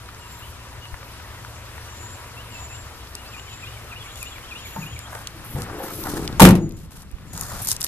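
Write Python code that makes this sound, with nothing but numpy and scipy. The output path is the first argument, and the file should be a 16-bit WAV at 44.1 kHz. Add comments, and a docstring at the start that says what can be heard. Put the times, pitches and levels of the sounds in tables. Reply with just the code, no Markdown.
"""A pickup tailgate is knocked, swung up on grinding, squeaking hinges and slammed shut in an open yard.
Blows set its sheet-metal tones ringing, and the slam adds bursts of rattling noise.
Birds are gliding near-sine tones with echoes; traffic, leaves and an idling engine are noise and hum.
Close by, filtered noise makes ticks, rustles and scrapes, and slow pressure swings make puffs of air.
The bang overloads the small stereo microphone, whose gain control turns the sound down and recovers."""
import sys
import numpy as np
from scipy import signal
from scipy.io import wavfile
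from scipy.ndimage import uniform_filter1d, minimum_filter1d

SR = 44100
rng = np.random.default_rng(int(sys.argv[2]) if len(sys.argv) > 2 else 0)


def attenuation_scalar(level_db):
    """Turn a level in dB into a linear amplitude multiplier (20 dB per decade)."""
    decades = np.asarray(level_db, float) / 20
    return 10 ** decades


def materialize(psi):
    """Save the field psi as 16-bit PCM at rate SR to the path in sys.argv[1].

    A 1-D psi becomes a single channel; in a 2-D psi each row is a channel.
    """
    bounded = np.clip(np.atleast_2d(psi).T, -1, 1)
    quanta = np.round(bounded * 32767).astype(np.int16)
    wavfile.write(sys.argv[1], SR, quanta)


N = 347067   # samples, about 7.87 s
PORT_LAG_S = .0001   # a sound from the side reaches the right microphone port this much later
TOP_HZ = 14350   # upper edge of the rustles; the microphone's band ends just above


def rms_one(x):
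    """Scale to rms 1."""
    return x / np.sqrt(np.mean(x ** 2) + 1e-20)


def at_hz(points, hz):
    """Read a table's second column at a frequency, on a log frequency axis."""
    points = np.array(points)
    return np.interp(np.log(hz), np.log(np.maximum(points[:, 0], 1)), points[:, 1])


def level(rows):
    """Gain over time from (time [s], level [dB]) columns, fading to -100 dB outside the table."""
    rows = np.array(rows)
    s = np.r_[rows[0, 0] - .01, rows[:, 0], rows[-1, 0] + .01]
    return attenuation_scalar(np.interp(np.arange(N) / SR, s, np.r_[-100, rows[:, 1], -100]))


def drift(rate_hz):
    """Slow random wandering with spread 1, made at every 40th sample; a higher rate wanders faster."""
    r = np.exp(-80 * np.pi * rate_hz / SR)
    slow = signal.lfilter([1], [1, -2 * r, r * r], rng.standard_normal(N // 40 + 2002))[2000:]
    return np.interp(np.arange(N) / 40, np.arange(len(slow)), rms_one(slow - slow.mean()))


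def band(x, low_hz, high_hz):
    """Keep only the sound between two frequencies (Butterworth band-pass)."""
    edges = [low_hz, min(high_hz, .45 * SR)]
    return signal.sosfilt(signal.butter(2, edges, "band", fs=SR, output="sos"), x + 1e-18)


def ring(clicks, hz, t60):
    """A unit click sets a sine of height 1 ringing, which falls by 60 dB in t60 seconds."""
    r, w = attenuation_scalar(-60 / (t60 * SR)), 2 * np.pi * hz / SR
    return signal.lfilter([0, np.sin(w)], [1, -2 * r * np.cos(w), r * r], clicks + 1e-18)


def ports(x):
    """A sound from one side reaches the right port a little later."""
    return np.array([x, np.interp(np.arange(N) - PORT_LAG_S * SR, np.arange(N), x)])


def blend(common, left, right, alike):
    """Stereo noise: a shared part, later on the right, plus a separate part for each port."""
    shared = np.array([common, np.roll(common, round(PORT_LAG_S * SR))])
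    return alike * shared + np.sqrt(1 - alike ** 2) * np.array([left, right])


def banded(spectrum, likeness, envelope, size=N):
    """Half-octave bands of stereo noise, partly common to both ports; envelope(hz) shapes each band."""
    out, edges = np.zeros((2, size)), 22 * 2 ** np.arange(0, 10, .5)
    white = rng.standard_normal((2, 3, size))   # neighbouring bands use different noise
    for k, (low, high) in enumerate(zip(edges, edges[1:])):
        hz = np.sqrt(low * high)
        if spectrum[0][0] < hz < spectrum[-1][0] * 1.2:
            alike = np.clip(at_hz(likeness, hz), 0, 1)
            pair = blend(*band(white[k % 2], low, high), alike)
            out += attenuation_scalar(at_hz(spectrum, hz)) * envelope(hz) * pair
    return out


def glide(rows, waver=0.0041):
    """A near sine along (time [s], pitch [Hz], level [dB]) rows; its pitch wavers and its ends are soft."""
    s, hz, db = np.transpose(rows)
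    start = int(s[0] * SR)
    t = np.arange(start, min(N, int(s[-1] * SR))) / SR
    jitter = 10 * uniform_filter1d(rng.standard_normal(len(t)), size=100)   # spread about 1
    pitch = np.interp(t, s, hz) * (1 + waver * jitter)
    ends = np.clip(np.minimum(t - s[0], s[-1] - t) / 0.0099, 0, 1)   # fades of 9.9 ms
    sine = np.sin(2 * np.pi * np.cumsum(pitch) / SR)
    out = np.zeros(N)
    out[start:][:len(t)] = np.sqrt(2) * attenuation_scalar(np.interp(t, s, db)) * ends * sine
    return out


# tone colour of the yard air: (frequency [Hz], relative level [dB per Hz])
AIR_SPECTRUM = [(15, -30), (26, -6), (52, -7), (75, 1), (104, -2.5), (147, -13), (219, -15), (383, -17),
                (515, -13.5), (740, -20.5), (1000, -12.5), (1460, -16), (2300, -19), (5280, -25),
                (12400, -30.5), (15000, -27)]
# how alike the yard air is at the two ports: (frequency [Hz], common share [0-1])
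AIR_LIKENESS = [(30, 0.86), (70, 1), (300, 0.88), (1400, 0.91), (4000, 0.7), (14000, 0.17)]


def traffic():
    """Distant traffic and leaves are noise bands that swell together and flicker one by one."""
    together = drift(1.0)
    air = banded(AIR_SPECTRUM, AIR_LIKENESS, lambda hz: attenuation_scalar(0.58 * together + 1.4 * drift(15.0)))
    return attenuation_scalar(-39.5) * rms_one(air)


# fading of the broad tone in the far traffic: (time [s], level [dB])
DRONE_LEVEL = [(0, -55), (2.8, -53.5), (3.6, -82)]


def drone():
    """A broad tone in the far traffic is noise driving one heavily damped ring."""
    hum = ring(rng.standard_normal(N), hz=963, t60=0.071)
    return ports(level(DRONE_LEVEL) * rms_one(hum))


# low tones of the far engine: (pitch [Hz], level [dB])
ENGINE_TONES = [(59.2, -53.5), (113.0, -50.5)]


def engine():
    """The idling engine's low orders are sines that waver in pitch and level."""
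    hum = np.zeros(N)
    for hz, db in ENGINE_TONES:
        loudness = attenuation_scalar(db + 2.7 * drift(2.4))
        turns = hz * np.cumsum(1 + 0.015 * drift(1.61)) / SR
        hum += np.sqrt(2) * loudness * np.sin(2 * np.pi * turns)
    return hum


# close ticks and crunches: (time [s], peak level [dB], centre frequency [Hz])
TICKS = [(0.0888, -28, 1240), (0.942, -25.5, 1200), (1.0298, -28, 1200), (1.2, -29.5, 1300),
         (1.4483, -26.5, 1200), (1.7798, -28, 1160), (1.884, -34, 1200), (3.152, -16.5, 6150),
         (3.3962, -26, 2480), (4.157, -26, 6940), (4.2284, -13.5, 12000), (4.3816, -30, 1507),
         (4.7616, -22, 796), (4.991, -20, 7000), (5.0863, -41.5, 1500), (5.1504, -25, 5970),
         (5.152, -22.5, 980), (5.272, -14, 5200), (5.6194, -18.5, 6760), (6.0382, -19, 6000),
         (6.2771, -14, 4160), (6.327, -27, 3000), (6.6926, -16, 13870), (6.7095, -23, 4000),
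         (6.722, -21.5, 10000), (7.0205, -18, 7450), (7.1142, -23, 9100), (7.184, -31.5, 1510),
         (7.333, -24, 11000), (7.352, -24, 4000), (7.3655, -23, 6920), (7.3766, -15, 6860),
         (7.4107, -7, 10440), (7.434, -18, 7010), (7.6324, -23.5, 10800), (7.648, -14.5, 11900),
         (7.672, -6, 11800), (7.687, -6, 11800), (7.6962, -18, 11800), (7.7082, -10, 5700),
         (7.7155, -3, 6600), (7.765, -15, 6360), (7.8093, -9.5, 11770), (7.8153, -10, 5740),
         (7.8285, -11, 8540), (7.8401, -7, 7500), (7.8446, -2.5, 9550), (7.8514, -19, 8830),
         (7.8654, -17, 4300)]


def ticks(count=24):
    """Each tick is a few ms of noise, a snap over a dull tap, dying fast; faint strays fall at random."""
    out, t = np.zeros((2, N + 2000)), np.arange(2000) / SR
    rows = list(TICKS)
    for when, size, pitch in rng.random((count, 3)):
        rows.append((when * N / SR, -35 + 4 * (2 * size - 1), 1100 * 6.5 ** pitch))
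    for s, db, hz in rows:
        noise = rng.standard_normal((2, 2000))
        noise[1] = .6 * np.roll(noise[0], round(PORT_LAG_S * SR)) + .8 * noise[1]
        t60 = max(0.0078 + 14 / hz, .002)   # a fixed time plus 14 cycles
        snap = band(noise * attenuation_scalar(-60 * t / t60), hz * 0.51, hz * 1.52)
        tap = band(noise * attenuation_scalar(-60 * t / (2.2 * t60)), 620, 3260)
        for part, peak_db in (snap, db), (tap, db - 19):
            peak = np.abs(part).max(axis=1, keepdims=True)
            out[:, round(s * SR):][:, :2000] += attenuation_scalar(peak_db) * part / peak
    return out[:, :N]


# thin high whistles: (time [s], length [s], lowest pitch [Hz], level [dB])
WHISTLES = [(0.184, 0.26, 7290, -54.5), (1.883, .32, 7050, -47.5), (2.502, .33, 7050, -44.5),
            (3.301, 0.37, 7050, -51), (4.032, 0.34, 6990, -50.5), (4.57, .5, 6910, -49.5),
            (6.47, 0.36, 6850, -51.5), (7.266, 0.26, 6830, -43.5)]


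def whistles():
    """Each drops in from above, sags to its lowest pitch halfway and lifts away; the level flutters."""
    drop_hz, drop_s, sag_hz = 501, .045, 92.6
    lift_hz, fade_s, ends_db = 196.5, 0.0496, -8
    out = np.zeros(N)
    for s, length, hz, db in WHISTLES:
        out += glide([(s, hz + drop_hz, db + ends_db),
                      (s + drop_s, hz + sag_hz, db),
                      (s + length / 2, hz, db + 2.5),
                      (s + length - fade_s, hz + lift_hz, db),
                      (s + length, hz + 2 * lift_hz, db + ends_db)])
    return attenuation_scalar(3.6 * drift(15.0)) * out


# slurred notes: (time [s], length [s], first pitch [Hz], middle pitch [Hz], last pitch [Hz], level [dB])
SLURS = [(0.199, .08, 2970, 2750, 2780, -49), (0.414, 0.043, 2630, 2950, 3200, -44),
         (0.812, 0.064, 2880, 2926, 2670, -43), (1.8, 0.18, 5800, 5970, 5940, -52),
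         (1.87, 0.044, 2800, 2950, 2800, -49), (2.362, 0.061, 2670, 2720, 3240, -42),
         (2.511, .09, 2930, 2647, 2630, -43), (2.686, 0.093, 2580, 2680, 3120, -46),
         (3.151, .07, 2600, 2860, 2900, -47), (3.25, 0.039, 2690, 2640, 2650, -47),
         (3.488, .08, 2950, 2570, 2570, -47), (3.727, .04, 3430, 3000, 3150, -47),
         (3.994, 0.047, 3300, 3450, 2900, -41), (4.308, 0.033, 3440, 3400, 3000, -41),
         (4.56, 0.07, 2640, 3250, 3040, -45), (4.916, 0.035, 3190, 3260, 3030, -44)]


def slurs(count=22):
    """Short notes slide through three pitches; further birds slur faintly at random moments."""
    from_s, to_s, low_hz, high_hz = 3.2, 5.1, 3000, 4250   # range of the random notes
    rows = list(SLURS)
    for when, pitch, bend, size in rng.random((count, 4)):
        s = from_s + (to_s - from_s) * when
        hz = low_hz + (high_hz - low_hz) * pitch ** 2
        middle_hz = hz * (1 + 0.12 * (2 * bend - 1))
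        rows.append((s, .05, hz, middle_hz, hz * 1.4, -45 - 5 * size))
    out, ends_db = np.zeros(N), -5.5   # quieter at both ends
    for s, length, first, middle, last, db in rows:
        out += glide([(s, first, db + ends_db), (s + length / 2, middle, db),
                      (s + length, last, db + ends_db)])
    return out


# three notes of one song phrase, each a list of: (time after start [s], pitch [Hz], relative level [dB])
PHRASE = [
    [(0, 2920, -16), (.022, 2446, -0.5), (.042, 2420, -11)],
    [(.045, 2504, -10), (.065, 2883, -3.5), (.088, 3040, -21)],
    [(.145, 2400, -28), (.157, 2334, -3.5), (.175, 1920, -25)],
]
# when the phrase is sung: (time [s], level [dB])
PHRASE_STARTS = [(3.324, -37.5), (3.616, -35.5), (3.906, -35.5), (4.206, -33.5), (4.501, -32.5),
                 (4.809, -34)]


def birds():
    """Whistles, slurs and a repeated phrase, with scattered echoes off trees and walls."""
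    calls = whistles() + slurs()
    for start, db in PHRASE_STARTS:
        for note in PHRASE:
            calls += glide([(start + s, hz, db + part) for s, hz, part in note])
    t = np.arange(SR // 2) / SR
    returns = rng.random((2, len(t))) < 400 / SR   # about 400 echoes a second
    scatter = rng.standard_normal((2, len(t))) * returns * attenuation_scalar(-60 * t / 0.83)
    scatter = band(scatter / np.sqrt(np.sum(scatter ** 2, axis=1, keepdims=True)), 500, 7500)
    echoes = signal.fftconvolve(calls[None], scatter, axes=1)[:, :N]
    return ports(calls) + attenuation_scalar(-5.5) * echoes


# bright rustles of cloth, skin and grit: (start [s], end [s], level [dB], lowest frequency [Hz])
RUSTLES = [(0.308, .527, -51, 9500), (4.155, 4.27, -45.5, 2940), (4.65, 4.882, -47, 10500),
           (5.103, 5.23, -46.5, 5000), (5.443, 5.573, -42, 9500), (5.57, 5.649, -42.5, 4800),
           (5.777, 6.11, -42.5, 10400), (5.828, 6.266, -41.5, 2380), (6.081, 6.19, -37.5, 2820),
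           (6.767, 6.87, -40, 2000), (6.906, 7.038, -35, 1980), (7.329, 7.458, -35, 3840),
           (7.447, 7.766, -37.5, 3200), (7.616, 7.666, -30, 8400), (7.674, 7.738, -25, 4060),
           (7.803, 7.89, -35, 3500)]
# dull scrapes of hand, gate and shoe: (start [s], end [s], level [dB])
SCRAPES = [(5.051, 5.228, -41.5), (5.563, 5.663, -42.5), (5.658, 5.925, -38.5), (6.051, 6.194, -36),
           (6.188, 6.368, -44), (6.907, 7.042, -39.5), (7.332, 7.625, -39)]
# how alike close sounds are at the two ports, also for the clashes: (frequency [Hz], common share [0-1])
NEAR_LIKENESS = [(300, 0.88), (1000, 1), (3000, 0.06), (12000, 0.25)]


def scuffs():
    """Each stroke is grainy noise in its band, starting quickly and easing off."""
    out = np.zeros((2, N + SR))
    grain = rms_one(attenuation_scalar(2.2 * drift(110.0) + 0.5 * drift(40.0)))
    catches = attenuation_scalar(1.93 * drift(38.0))   # dull scrapes catch and slip
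    strokes = [(start, end, db, low_hz, TOP_HZ * 1.1, False) for start, end, db, low_hz in RUSTLES]
    strokes += [(start, end, db, 537, 1630 * 1.1, True) for start, end, db in SCRAPES]
    for start, end, db, low_hz, high_hz, is_scrape in strokes:
        first = int(start * SR)
        t = np.arange(int((end - start) * SR)) / SR
        noise = rng.standard_normal((3, SR // 2))
        noise = band(band(noise, low_hz, high_hz), low_hz, high_hz)[:, :len(t)]   # twice, for steep edges
        alike = np.clip(at_hz(NEAR_LIKENESS, low_hz * 0.79), 0, 1)
        pair = blend(*noise, alike)
        shape = np.clip(t / 0.0017, 0, 1) * np.clip((t[-1] - t) / 0.0094, 0, 1)
        catch = catches[first:][:len(t)] if is_scrape else 1
        out[:, first:][:, :len(t)] += attenuation_scalar(db) * shape * rms_one(pair * catch)
    return out[:, :N] * grain


# puffs of air on the ports: (time [s], level [dB], left minus right [dB])
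PUFFS = [(0.927, -32, 16), (7.131, -16.5, -17)]


def puffs():
    """Each puff is a lone lump of one and a half slow pressure swings."""
    out = np.zeros((2, N))
    for s, db, pan_db in PUFFS:
        t = np.arange(N) / SR - s - .012   # the lump peaks 12 ms after its time
        sides = attenuation_scalar(db + pan_db / 2 * np.array([[1], [-1]]))
        out += sides * np.exp(-(t / 0.0096) ** 2) * np.cos(2 * np.pi * 45 * t)
    return out


# ringing tones of the sheet-metal gate and bed: (pitch [Hz], relative level [dB], undamped t60 [s])
GATE_MODES = [(60.3, -8, 0.73), (78.5, -3.5, 0.34), (108, -3, 0.52), (131.3, -2.5, 0.16), (149.9, -3, 0.4),
              (161.5, -10.5, 0.57), (181.1, -5, 0.57), (197.8, 2.5, 0.21), (227.5, -12, 0.41),
              (259.7, -6, 0.26), (295.3, -3, 0.74), (329.2, 2, 0.42), (352.4, -9.5, 0.44),
              (379.5, -3, 0.27), (421, -10, 0.7), (480, -4, 0.45), (535, -3, 0.29), (671, -2, 0.56),
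              (750, 1.5, 0.54), (820, 6, 0.93), (910, 13, 0.34), (1124, 1, 0.18), (1050, 3, 0.38),
              (1150, -5, .2), (1320, -16, .15)]
# blows on the gate: (time [s], level [dB], loudest region [Hz])
BLOWS = [(4.761, -19, 163), (4.763, -35, 970), (4.825, -21.5, 132), (5.35, -37, 334), (5.549, -16.5, 125),
         (5.56, -23, 480), (5.799, -23.5, 567), (6.04, -28.5, 1320), (6.168, -19.5, 300),
         (6.397, -12.5, 1030), (6.412, 12.5, 190), (6.444, 7, 326), (6.455, 11.5, 190), (6.472, 10.5, 160),
         (6.49, 5.5, 150), (6.514, 9.5, 180), (6.556, -18, 330), (6.6, -11, 325), (6.629, -5.5, 198)]


def blows():
    """Each blow is a soft push that rings the gate's modes, most of all those near its loudest region."""
    pushes = np.zeros((len(BLOWS), N))
    n = np.arange(2000)
    for push, (s, db, region_hz) in zip(pushes, BLOWS):
        r = np.exp(-2 * np.pi * 3.2 * region_hz / SR)   # the push is dull above 3.2 times the region
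        push[round(s * SR):][:2000] = attenuation_scalar(db) * (1 - r) ** 2 * (n + 1) * r ** n
    mode_hz = np.array(GATE_MODES)[:, 0]
    blow_db, region_hz = np.array(BLOWS)[:, 1:2], np.array(BLOWS)[:, 2:]
    focus_db_oct = np.maximum(13.5 - 0.34 * blow_db, 0)   # harder blows spread wider
    strength = attenuation_scalar(rng.normal(0, 1.5, (len(BLOWS), len(mode_hz)))) * (-1) ** np.arange(len(mode_hz))
    strength *= attenuation_scalar(-focus_db_oct * np.abs(np.log2(mode_hz / region_hz)))   # where it is struck
    out = np.zeros(N)
    for k, (hz, db, t60) in enumerate(GATE_MODES):
        damped_s = min(t60, 190 / hz)   # the bed liner damps any ring beyond some 190 cycles
        buzz = attenuation_scalar(db - 6.0 + 3.6 * drift(22.0))   # loose panels buzz, so each ring wavers
        out += buzz * ring(strength[:, k] @ pushes, hz, damped_s)
    return ports(out)


# air stirred by the swinging gate and the moving microphone: (time [s], level [dB])
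BUFFET_LEVEL = [(4.9, -54), (5.4, -43.5), (5.95, -56), (6.1, -34.5), (6.35, -33), (6.5, -18), (6.68, -18),
                (6.88, -29.5), (7.3, -33), (7.87, -43)]


def buffet():
    """Stirred air is lumpy low noise, mostly alike at both ports."""
    common, left, right = band(rng.standard_normal((3, N)) * attenuation_scalar(2.0 * drift(33)), 19, 150)
    return level(BUFFET_LEVEL) * rms_one(common + 0.5 * np.array([left, right]))


# the gate grinds on its pivots: (time [s], level [dB], loudest region [Hz])
SWING = [(5.5, -44, 184), (5.566, -32, 201), (5.66, -38.5, 253), (5.78, -36, 430), (5.93, -39.5, 312),
         (6.1, -32, 322), (6.18, -29.5, 296), (6.3, -30, 272), (6.39, -39, 180)]


def pivots():
    """Stick-slip: uneven slips ring the gate's modes, hardest near the moving loudest region."""
    slips = rng.standard_normal(N) * (rng.random(N) < 250 / SR) * attenuation_scalar(2.3 * drift(31))
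    s, _, region_hz = np.transpose(SWING)
    moving_hz = np.interp(np.arange(N) / SR, s, region_hz)
    ground = np.zeros(N)
    for hz, _, t60 in GATE_MODES:
        nearness = attenuation_scalar(-12 * np.abs(np.log2(hz / moving_hz)))
        ground += ring(slips * nearness, hz, t60 * 0.46)
    evened = ground / np.sqrt(uniform_filter1d(ground ** 2, size=3000) + 1e-12)
    return ports(level(SWING) * evened)


# path of the hinge squeak: (time [s], pitch [Hz], level [dB])
SQUEAK = [(5.815, 11900, -49), (5.84, 12640, -42), (5.865, 13300, -46), (5.905, 13850, -48),
          (5.965, 13150, -42), (6.025, 13600, -41), (6.05, 13200, -43), (6.095, 11100, -54)]
# tones sounding together in the squeak: (pitch ratio, relative level [dB])
SQUEAK_PARTS = [(1.0, 0.0), (.952, -3.0), (.84, -5.0)]


def hinge():
    """The dry hinge sings on a few rough high tones that glide together."""
    out = np.zeros(N)
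    for ratio, part_db in SQUEAK_PARTS:
        tone = glide([(s, hz * ratio, db + part_db) for s, hz, db in SQUEAK], waver=.004)
        out += tone * attenuation_scalar(3.0 * drift(25))
    return ports(out)


# latch and loose parts clashing in the slam: (time [s], relative level [dB])
CLASHES = [(6.3967, -6.5), (6.4022, 2.5), (6.4186, 7), (6.4247, 8.5), (6.44, 5), (6.452, 7.5), (6.4704, -1),
           (6.488, -0.5), (6.507, -4.5), (6.553, -9.5)]
# tone colour of a clash: (frequency [Hz], relative level [dB per Hz])
CLASH_SPECTRUM = [(260, -46), (450, -1.5), (587, -9.5), (743, 10), (873, -14), (997, -5), (1600, -9.5),
                  (2880, -10.5), (4050, -16.5), (13000, -15), (15200, -13)]
# how long the rattle lasts: (frequency [Hz], t60 [s])
CLASH_DECAY = [(450, 0.52), (1000, 0.24), (3000, 0.18), (12000, 0.092)]


def clashes():
    """Every clash is a sharp noise burst, then a dense rattle that dies fastest in the treble."""
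    start, size = round(CLASHES[0][0] * SR) - 100, SR
    hits = np.zeros(size)
    for s, db in CLASHES:
        hits[round(s * SR) - start] = attenuation_scalar(db)

    def dying(hz):
        """Level of the bursts and their tails, whose powers add."""
        burst = signal.lfilter([1], [1, -attenuation_scalar(-120 / (0.025 * SR))], hits ** 2)
        tail = signal.lfilter([1], [1, -attenuation_scalar(-120 / (at_hz(CLASH_DECAY, hz) * SR))], hits ** 2)
        return np.sqrt(burst + attenuation_scalar(-14.5) * tail)

    out = np.zeros((2, N))
    out[:, start:start + size] = banded(CLASH_SPECTRUM, NEAR_LIKENESS, dying, size=size)
    return attenuation_scalar(11.0) * out


def scene():
    """All sources at the two microphone ports, the left one stronger."""
    background = traffic() + drone() + engine() + birds()
    close = ticks() + scuffs() + puffs() + buffet()
    tailgate = blows() + pivots() + hinge() + clashes()
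    left_db = 1.8   # left over right
    return (background + close + tailgate) * attenuation_scalar([[left_db / 2], [-left_db / 2]])


def top_cut(x):
    """Nothing passes above the cut-off."""
    return signal.sosfilt(signal.butter(12, 15390, fs=SR, output="sos"), x)


def record(dry):
    """Band limit, then a gain control too slow for the bang, so the converter clips."""
    threshold_db, duck_share = -5, 0.57   # share of the excess that is turned down
    attack_s, hold_s, release_db_s = 0.095, 0.51, 26
    dry = signal.sosfilt(signal.cheby2(14, 50, TOP_HZ + 250, fs=SR, output="sos"), dry)
    t, hold = np.arange(N) / SR, 2 * int(hold_s * SR / 2) + 1
    loudness_db = 20 * np.log10(np.abs(dry).max(axis=0) + 1e-9)
    over_db = np.maximum(loudness_db - threshold_db, 0)
    over_db = -minimum_filter1d(-over_db, size=hold, origin=hold // 2)   # the cut is held, then let go
    held_db = np.maximum.accumulate(duck_share * over_db + release_db_s * t) - release_db_s * t
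    r = np.exp(-1 / (attack_s * SR))
    cut_db = signal.lfilter([1 - r], [1, -r], held_db)   # the cut sets in gradually
    ducked = dry * attenuation_scalar(-cut_db)
    clipped = ducked / (1 + np.abs(ducked / 1.03) ** 5) ** (1 / 5)   # rounded clipping towards 1.03
    return top_cut(clipped)


dry = scene()
out = record(dry)
materialize(out)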